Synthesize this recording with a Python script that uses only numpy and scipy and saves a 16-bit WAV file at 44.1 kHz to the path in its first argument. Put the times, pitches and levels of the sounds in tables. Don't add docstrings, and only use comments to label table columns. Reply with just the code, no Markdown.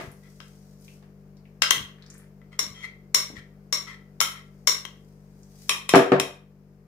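import sys
import numpy as np
from scipy import signal
from scipy.fft import rfft, irfft
from scipy.io import wavfile
from scipy.ndimage import uniform_filter1d

SR = 44100
rng = np.random.default_rng(int(sys.argv[2]) if len(sys.argv) > 2 else 0)


def wav_record(signal):
    frames = np.transpose(np.atleast_2d(signal))
    bounded = np.clip(frames, -1, 1)
    quanta = np.round(bounded * 32767).astype(np.int16)
    wavfile.write(sys.argv[1], SR, quanta)


N = 302952
TIME = np.arange(N) / SR
RING, LEAD = 32768, 1024

CONTACT_NAMES = ("back", "edge", "tip", "rim", "loose", "rub")
# (frequency [Hz], width [Hz], then one relative level [dB] per contact name)
BOWL_RESONANCES = [ (433, 200, -25.5, -23, -23, -32.5, -22.5, -41.5),
                   (617, 150, -20.5, -25, -23, -29, -20, -44),
                   (1138, 140, -14.5, -7.5, -13, -13, -1.5, -11.5),
                   (1344, 78, -3.5, -16.5, -25, -0.5, -16.5, 0),
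                   (1603, 220, -2.5, -13, -20, -12.5, -21.5, -18.5),
                   (2007, 150, -4.5, -5, -19.5, -12, -6, 6.5), (2156, 100, -5.5, -13, -9, -2.5, -11.5, -17),
                   (2503, 190, -8, -23.5, -30, -11.5, 2, -19),
                   (2850, 220, 0.5, -7.5, -20.5, -16.5, -8, -20), (3166, 130, 2, 3, -20.5, 2, 1.5, -5),
                   (3646, 200, -4, -12.5, -14, -6, -2.5, -22),
                   (4055, 350, -6, -13.5, -12, -13, -14.5, -18.5),
                   (5050, 350, 2.5, -14, -19, -13, -6.5, -20.5),
                   (5552, 130, -12.5, -8, 4.5, -3, 2.5, -20.5), (6070, 210, -16, -6, -30, -23.5, -22, -29),
                   (6680, 350, -20, -22.5, -10.5, -5.5, -7, -31),
                   (7260, 200, -19.5, -18.5, -25, -10, -5, -32), (8650, 220, -28, -14, -25, -21.5, -6, -27),
                   (9720, 440, -32.5, -20, -18, -4.5, -5.5, -31),
                   (11440, 1000, -24.5, -25.5, -27, -14.5, -24.5, -35),
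                   (13600, 2800, -31, -24.5, -28.5, -21.5, -35.5, -38.5),
                   (14700, 540, -34, -31.5, -32, -26, -39.5, -47)]
# (frequency [Hz], width [Hz])
BOWL_ANTIRESONANCES = [(790, 290), (4620, 130), (8100, 380)]
CONTACT_SOUND = {"back": (10, 7700), "edge": (8.5, 17000), "tip": (13, 16000), "rim": (2.5, 23000),
                 "loose": (4.5, 13200), "rub": (5.5, 13000)}
# (time [s], contact name, blow level before colouring [dB], room against direct [dB])
SPOON_CLINKS = [ (-.025, "rub", -29.5, -3), (.402, "back", -34.5, -4.5), (1.62, "back", -3.5, -4),
                (1.707, "edge", -2.5, -7), (2.415, "rub", -51.5, -5), (2.591, "tip", -10, -4),
                (2.842, "rub", -37, -6.5), (3.145, "tip", -4, -2.5), (3.7257, "tip", -12, 0),
                (4.203, "tip", -7.5, -6), (4.2115, "rim", -12.5, 0), (4.672, "tip", -5.5, 0),
                (4.851, "edge", -26, -8), (5.693, "loose", -10, -1), (5.891, "loose", -13.5, -2.5),
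                (5.9545, "loose", -14.5, 3), (6.198, "loose", -9, -6)]
CLINK_TILT_DB, TILT_PER_DB = 0.56, 0.12
BOUNCE_S, BOUNCE_DB = 0.0095, -17

# (frequency [Hz], width [Hz], relative level [dB])
TABLE_RESONANCES = [(111, 15, -27), (145.5, 12, -2.5), (193.6, 13, -4.5), (270, 22, -8.5),
                    (291.7, 31.3, -0.5), (383.6, 17, 8.5), (480.6, 39.5, 2.5), (587, 36.6, -2),
                    (662.8, 23, 2), (712, 13, -4), (873, 120, -9.5), (1077, 200, -16.5), (1190, 160, -15),
                    (1576, 300, -12.5), (2260, 460, -30.5), (3160, 53, -24), (5000, 2600, -36)]
# (time [s], blow level before colouring [dB], rocking time [s], brightness [dB per octave])
TABLE_KNOCKS = [(-.015, -26.5, .005, 2.5), (1.025, -51.5, .005, 3), (5.9363, -3, .028, -1.5),
                (6.118, -3.5, .005, -2.5), (6.2, -18.5, .005, -21.5)]
ROCK_S = 0.0113

# (time [s], level of each thud before colouring [dB])
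LUMP_LANDINGS = [(-.002, -31.5), (1.732, -30.5), (2.63, -38.5), (3.3, -32.5)]

FRIDGE_HZ = 49.05
FRIDGE_HARMONICS = [(1, -60), (2, -64.5), (3, -54), (4, -54.5), (5, -69.5), (6, -78.5), (7, -80), (8, -68),
                    (9, -68.5), (10, -72), (12, -75.5), (13, -79), (15, -82.5)]
# (frequency [Hz], relative density [dB per Hz])
AIR_SPECTRUM = [(25, -11), (70, -5), (180, -1.5), (400, -2), (700, -9.5), (1200, -14.5), (2200, -20),
                (3500, -30), (5200, -25.5), (9000, -34), (15000, -28)]
AIR_DB, AIR_LEFT_DB = -62, 2.5

# (middle [s], time to fade by about 9 dB either way,
# its sign has no effect [s], level before room [dB])
GLOVE_MOVES = [(0, 0.07, -56), (.47, 0.37, -66.5), (.88, -0.07, -62), (2.16, .08, -69), (4.98, 0.9, -77.5),
               (5.52, 0.2, -74.5), (5.65, 0.1, -58)]
# (frequency [Hz], width [Hz], relative level [dB])
RUSTLE_RESONANCES = [(2200, 900, -3), (5900, 3000, 9), (12400, 5200, -7)]

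# (time [s], level before room [dB], pitch [Hz])
DAMPED_SNAPS = [(.115, -51, 10300), (.81, -58.5, 10100), (.879, -47.5, 2600), (1.368, -59, 4772),
                (1.454, -56, 2380), (5.43, -54, 6310)]

# (start [s], length [s], level before room [dB], nominal slip rate [per s])
GLAZE_SCRAPES = [(0.225, 0.061, -60, 1630), (2.51, 0.056, -54, 1230), (2.739, .11, -48, 3200),
                 (2.823, 0.039, -35.5, 2070), (3.351, 0.052, -44, 1760), (3.863, 0.054, -41, 1050),
                 (3.907, 0.048, -47, 1800), (4.332, 0.079, -49, 1070)]
SLIP_SPREAD, SLIP_HZ = 0.13, 2002

# (frequency [Hz], time to fall by 60 dB [s])
KITCHEN_DECAY = [(120, 0.22), (400, 0.34), (1200, 0.4), (3000, 0.36), (6000, 0.29), (10000, 0.29),
                 (15000, .29)]
# (frequency [Hz], factor on the shading in dB)
SHADE_WEIGHT = [(200, 2.4), (1500, 1.4), (3500, 2.1), (5500, 1.2), (8500, 0.66), (14000, 0.57)]
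SCATTER_S, PORT_LAG_S = 0.0036, 0.00008
TOP_HZ = 15400


def undb(db):
    return 10 ** (np.asarray(db) / 20)


def unit(x):
    return x / np.sqrt(np.mean(np.abs(x) ** 2))


def freqs(size):
    return np.maximum(np.fft.rfftfreq(size, 1 / SR), 1)


def over_hz(points, hz):
    at, value = np.transpose(points)
    return np.interp(np.log(hz), np.log(at), value)


def add(out, start, spectrum):
    sound = np.roll(irfft(spectrum), LEAD, axis=1) * signal.windows.tukey(RING, LEAD / RING)
    first = int(start * SR) - LEAD
    begin, end = max(first, 0), min(first + RING, N)
    out[:, begin:end] += sound[:, begin - first:end - first]


def resonance(hz, width, size=RING):
    f = freqs(size)
    return 1 / (1 + 1j * (f * f - hz * hz) / (f * max(width, 14)))


def body(modes, tilt_db=0, size=RING):
    response = sum(undb(db) * resonance(hz, width, size) for hz, width, db in modes)
    octaves = np.log2(np.hypot(freqs(size), modes[0][0] / 2))
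    return unit(response * undb(tilt_db * octaves))


def bowl_modes(contact):
    column = 2 + CONTACT_NAMES.index(contact)
    return [(row[0], row[1], row[column]) for row in BOWL_RESONANCES]


def soften(corner_hz):
    return 1 / (1 + 1j * freqs(RING) / corner_hz) ** 2


def radiation(corner_hz):
    s = 1j * freqs(RING) / corner_hz
    return s * s / (s * s + np.sqrt(2) * s + 1)


def scatter():
    knots = np.linspace(0, SR / 2, 48)
    delay = SCATTER_S * np.interp(freqs(RING), knots, rng.random(len(knots)))
    return np.exp(-2j * np.pi * np.cumsum(delay) * SR / RING)


def two_ports(spectra, alike_hz=650):
    f = freqs(2 * (spectra.shape[1] - 1))
    alike = 1 / (1 + (f / alike_hz) ** 4)
    shared = spectra[0] * np.sqrt(1 + alike)
    opposed = spectra[1] * np.sqrt(1 - alike)
    return (shared + np.array([[1], [-1]]) * opposed) / np.sqrt(2)


def reverb(onset_s=0.002, grain=0.091, left_db=1):
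    t = np.arange(RING) / SR
    noise = rng.standard_normal((2, RING)) * np.exp(grain * rng.standard_normal((2, RING)))
    f, s, bins = signal.stft(noise, SR, nperseg=256)
    decay = np.exp(-np.log(1000) * s / over_hz(KITCHEN_DECAY, f + 1)[:, None])
    tail = signal.istft(bins * decay, SR)[1][:, :RING]
    onset = np.clip(2 * t / onset_s - 1, 0, 1)
    response = two_ports(rfft(tail * onset))
    return unit(response) * undb([[left_db], [-left_db]])


def path(shade_db, room_db, room_shade=0.088):
    f, left, other = freqs(RING), scatter(), scatter()
    alike = 1 / np.hypot(1, (f / 1500) ** 2)
    right = alike * left + np.sqrt(1 - alike ** 2) * other
    right = right * np.exp(-2j * np.pi * f * PORT_LAG_S)
    shade = shade_db * over_hz(SHADE_WEIGHT, f)
    room = undb(room_db + room_shade * shade * np.array([[.5], [-.5]])) * reverb()
    return np.array([left, right * undb(-shade)]) + room


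def blow(modes, db, tilt_db, shade_db, room_db):
    return undb(db) * np.sqrt(SCATTER_S * SR) * body(modes, tilt_db) * path(shade_db, room_db)


def spoon(low_hz=290, dip_depth=0.42):
    dips = np.prod([1 - dip_depth * resonance(hz, width) for hz, width in BOWL_ANTIRESONANCES], axis=0)
    bounce = 1 + undb(BOUNCE_DB) * np.exp(-2j * np.pi * freqs(RING) * BOUNCE_S)
    colour = dips * bounce * radiation(low_hz) ** 2
    out = np.zeros((2, N))
    for start, contact, db, room_db in SPOON_CLINKS:
        shade_db, corner_hz = CONTACT_SOUND[contact]
        tilt_db = CLINK_TILT_DB + TILT_PER_DB * db
        clink = blow(bowl_modes(contact), db, tilt_db, shade_db, room_db)
        add(out, start, clink * colour * soften(corner_hz))
    return out


def table(shade_db=1.5, room_db=3.0, low_hz=125, corner_hz=3700):
    colour = radiation(low_hz) ** 2 * soften(corner_hz)
    out = np.zeros((2, N))
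    for start, db, rocks_s, tilt_db in TABLE_KNOCKS:
        for delay in np.arange(0, rocks_s, ROCK_S):
            knock = blow(TABLE_RESONANCES, db, tilt_db, shade_db, room_db)
            add(out, start + delay, knock * colour)
    return out


def plops(slump_s=0.037, first_hz=290, fall=0.58, width_share=0.9, shade_db=4, room_db=-3, count=3):
    out = np.zeros((2, N))
    for start, db in LUMP_LANDINGS:
        for k in range(count):
            hz = first_hz * fall ** k
            thud = blow([(hz, hz * width_share, 0)], db, 0, shade_db, room_db)
            add(out, start + k * slump_s, thud * radiation(hz / 2) * soften(2 * hz))
    return out


def walk(rate):
    return np.interp(TIME * rate, np.arange(N // 100), rng.standard_normal(N // 100))


def fridge(waver_db=0.66, phase_drift=0.08, left_db=2):
    hum = 0
    for multiple, db in FRIDGE_HARMONICS:
        phase = 2 * np.pi * (multiple * FRIDGE_HZ * TIME + rng.random()) + phase_drift * walk(2.3)
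        hum = hum + np.sqrt(2) * undb(db + waver_db * walk(11)) * np.sin(phase)
    return hum * undb([[left_db], [-left_db]])


def air():
    noise = two_ports(rfft(rng.standard_normal((2, N)))) * undb(over_hz(AIR_SPECTRUM, freqs(N)))
    return unit(irfft(noise, N)) * undb(AIR_DB + np.array([[AIR_LEFT_DB], [-AIR_LEFT_DB]]))


def gloves(grains_per_s=1500, uneven_db=6, shade_db=3, room_db=0, resting_db=-90):
    motion = undb(resting_db)
    for middle, fade_s, db in GLOVE_MOVES:
        motion = motion + undb(db) * np.exp(-((TIME - middle) / fade_s) ** 2)
    grains = (rng.random(N) < grains_per_s / SR) * undb(uneven_db * rng.standard_normal(N))
    rustle = unit(irfft(rfft(grains) * body(RUSTLE_RESONANCES, size=N), N)) * motion
    response = irfft(path(shade_db, room_db))[:, :RING // 2]
    return signal.fftconvolve(rustle[None], response, axes=1)[:, :N]


def damped_snaps(width_share=0.37, snap_s=0.015, shade_db=3, room_db=-2, count=4):
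    out = np.zeros((2, N))
    for start, db, hz in DAMPED_SNAPS + peeling():
        delays = snap_s * np.arange(count) * rng.uniform(0.91, 1, count) / count
        snaps = sum(np.exp(-2j * np.pi * freqs(RING) * delay) / (k + 1) for k, delay in enumerate(delays))
        burst = unit(snaps * body([(hz, hz * width_share, 0)]) ** 2)
        add(out, start, undb(db) * np.sqrt(SCATTER_S * SR) * burst * path(shade_db, room_db))
    return out


def scraping(uneven_db=4, corner_hz=8500, shade_db=4, room_db=-6):
    out = np.zeros((2, N))
    for start, length, db, rate in GLAZE_SCRAPES:
        spacing, size = rng.standard_normal((2, 2048))
        at = np.cumsum(np.exp(SLIP_SPREAD * SLIP_HZ / rate * spacing)) / rate
        pressure = np.sqrt(np.abs(np.sin(np.pi * np.minimum(at / length, 1))))
        strength = pressure * undb(uneven_db * size)
        slips = np.bincount((at * SR).astype(int), strength, RING)[:RING]
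        ringing = unit(rfft(slips) * soften(corner_hz) * body(bowl_modes("rub")) * radiation(700))
        add(out, start, ringing * np.sqrt(length * SR) * undb(db) * path(shade_db, room_db))
    return out


def sliding_lump(start=1.9, length=0.41, db=-64.0, hz=1700, width_hz=1500, grains_per_s=700, uneven_db=5):
    swell = np.sin(np.pi * np.minimum(np.arange(RING) / SR / length, 1))
    grains = (rng.random(RING) < grains_per_s / SR) * undb(uneven_db * rng.standard_normal(RING)) * swell
    crackle = unit(rfft(grains) * body([(hz, width_hz, 0)]) ** 2)
    out = np.zeros((2, N))
    add(out, start, crackle * np.sqrt(length * SR) * undb(db) * path(shade_db=1, room_db=-7))
    return out


def peeling(start=2.023, gap_s=0.039, db=-43, ends_db=-5, weak_db=-5, first_hz=4000, last_hz=9800, count=5):
    pockets = []  # (time [s], level [dB], pitch [Hz])
    for k, hz in enumerate(np.geomspace(first_hz, last_hz, count)):
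        from_middle = abs(2 * k / (count - 1) - 1)
        level_db = db + ends_db * from_middle + weak_db * (k % 2)
        pockets.append((start + k * gap_s, level_db, hz))
    return pockets


def scene():
    handling = spoon() + table() + plops()
    kitchen = fridge() + air()
    return handling + kitchen + gloves() + damped_snaps() + scraping() + sliding_lump()


def record(dry, threshold_db=-8, window_s=0.022):
    power = uniform_filter1d(np.mean(dry ** 2, axis=0), int(window_s * SR))
    excess_db = np.maximum(10 * np.log10(np.abs(power) + 1e-12) - threshold_db, 0)
    duck_db = np.maximum.accumulate(excess_db)
    clipped = np.clip(dry * undb(-duck_db), -1, 1)
    return signal.sosfilt(signal.ellip(8, .2, 70, TOP_HZ, fs=SR, output="sos"), clipped)


dry = scene()
out = record(dry)
wav_record(out)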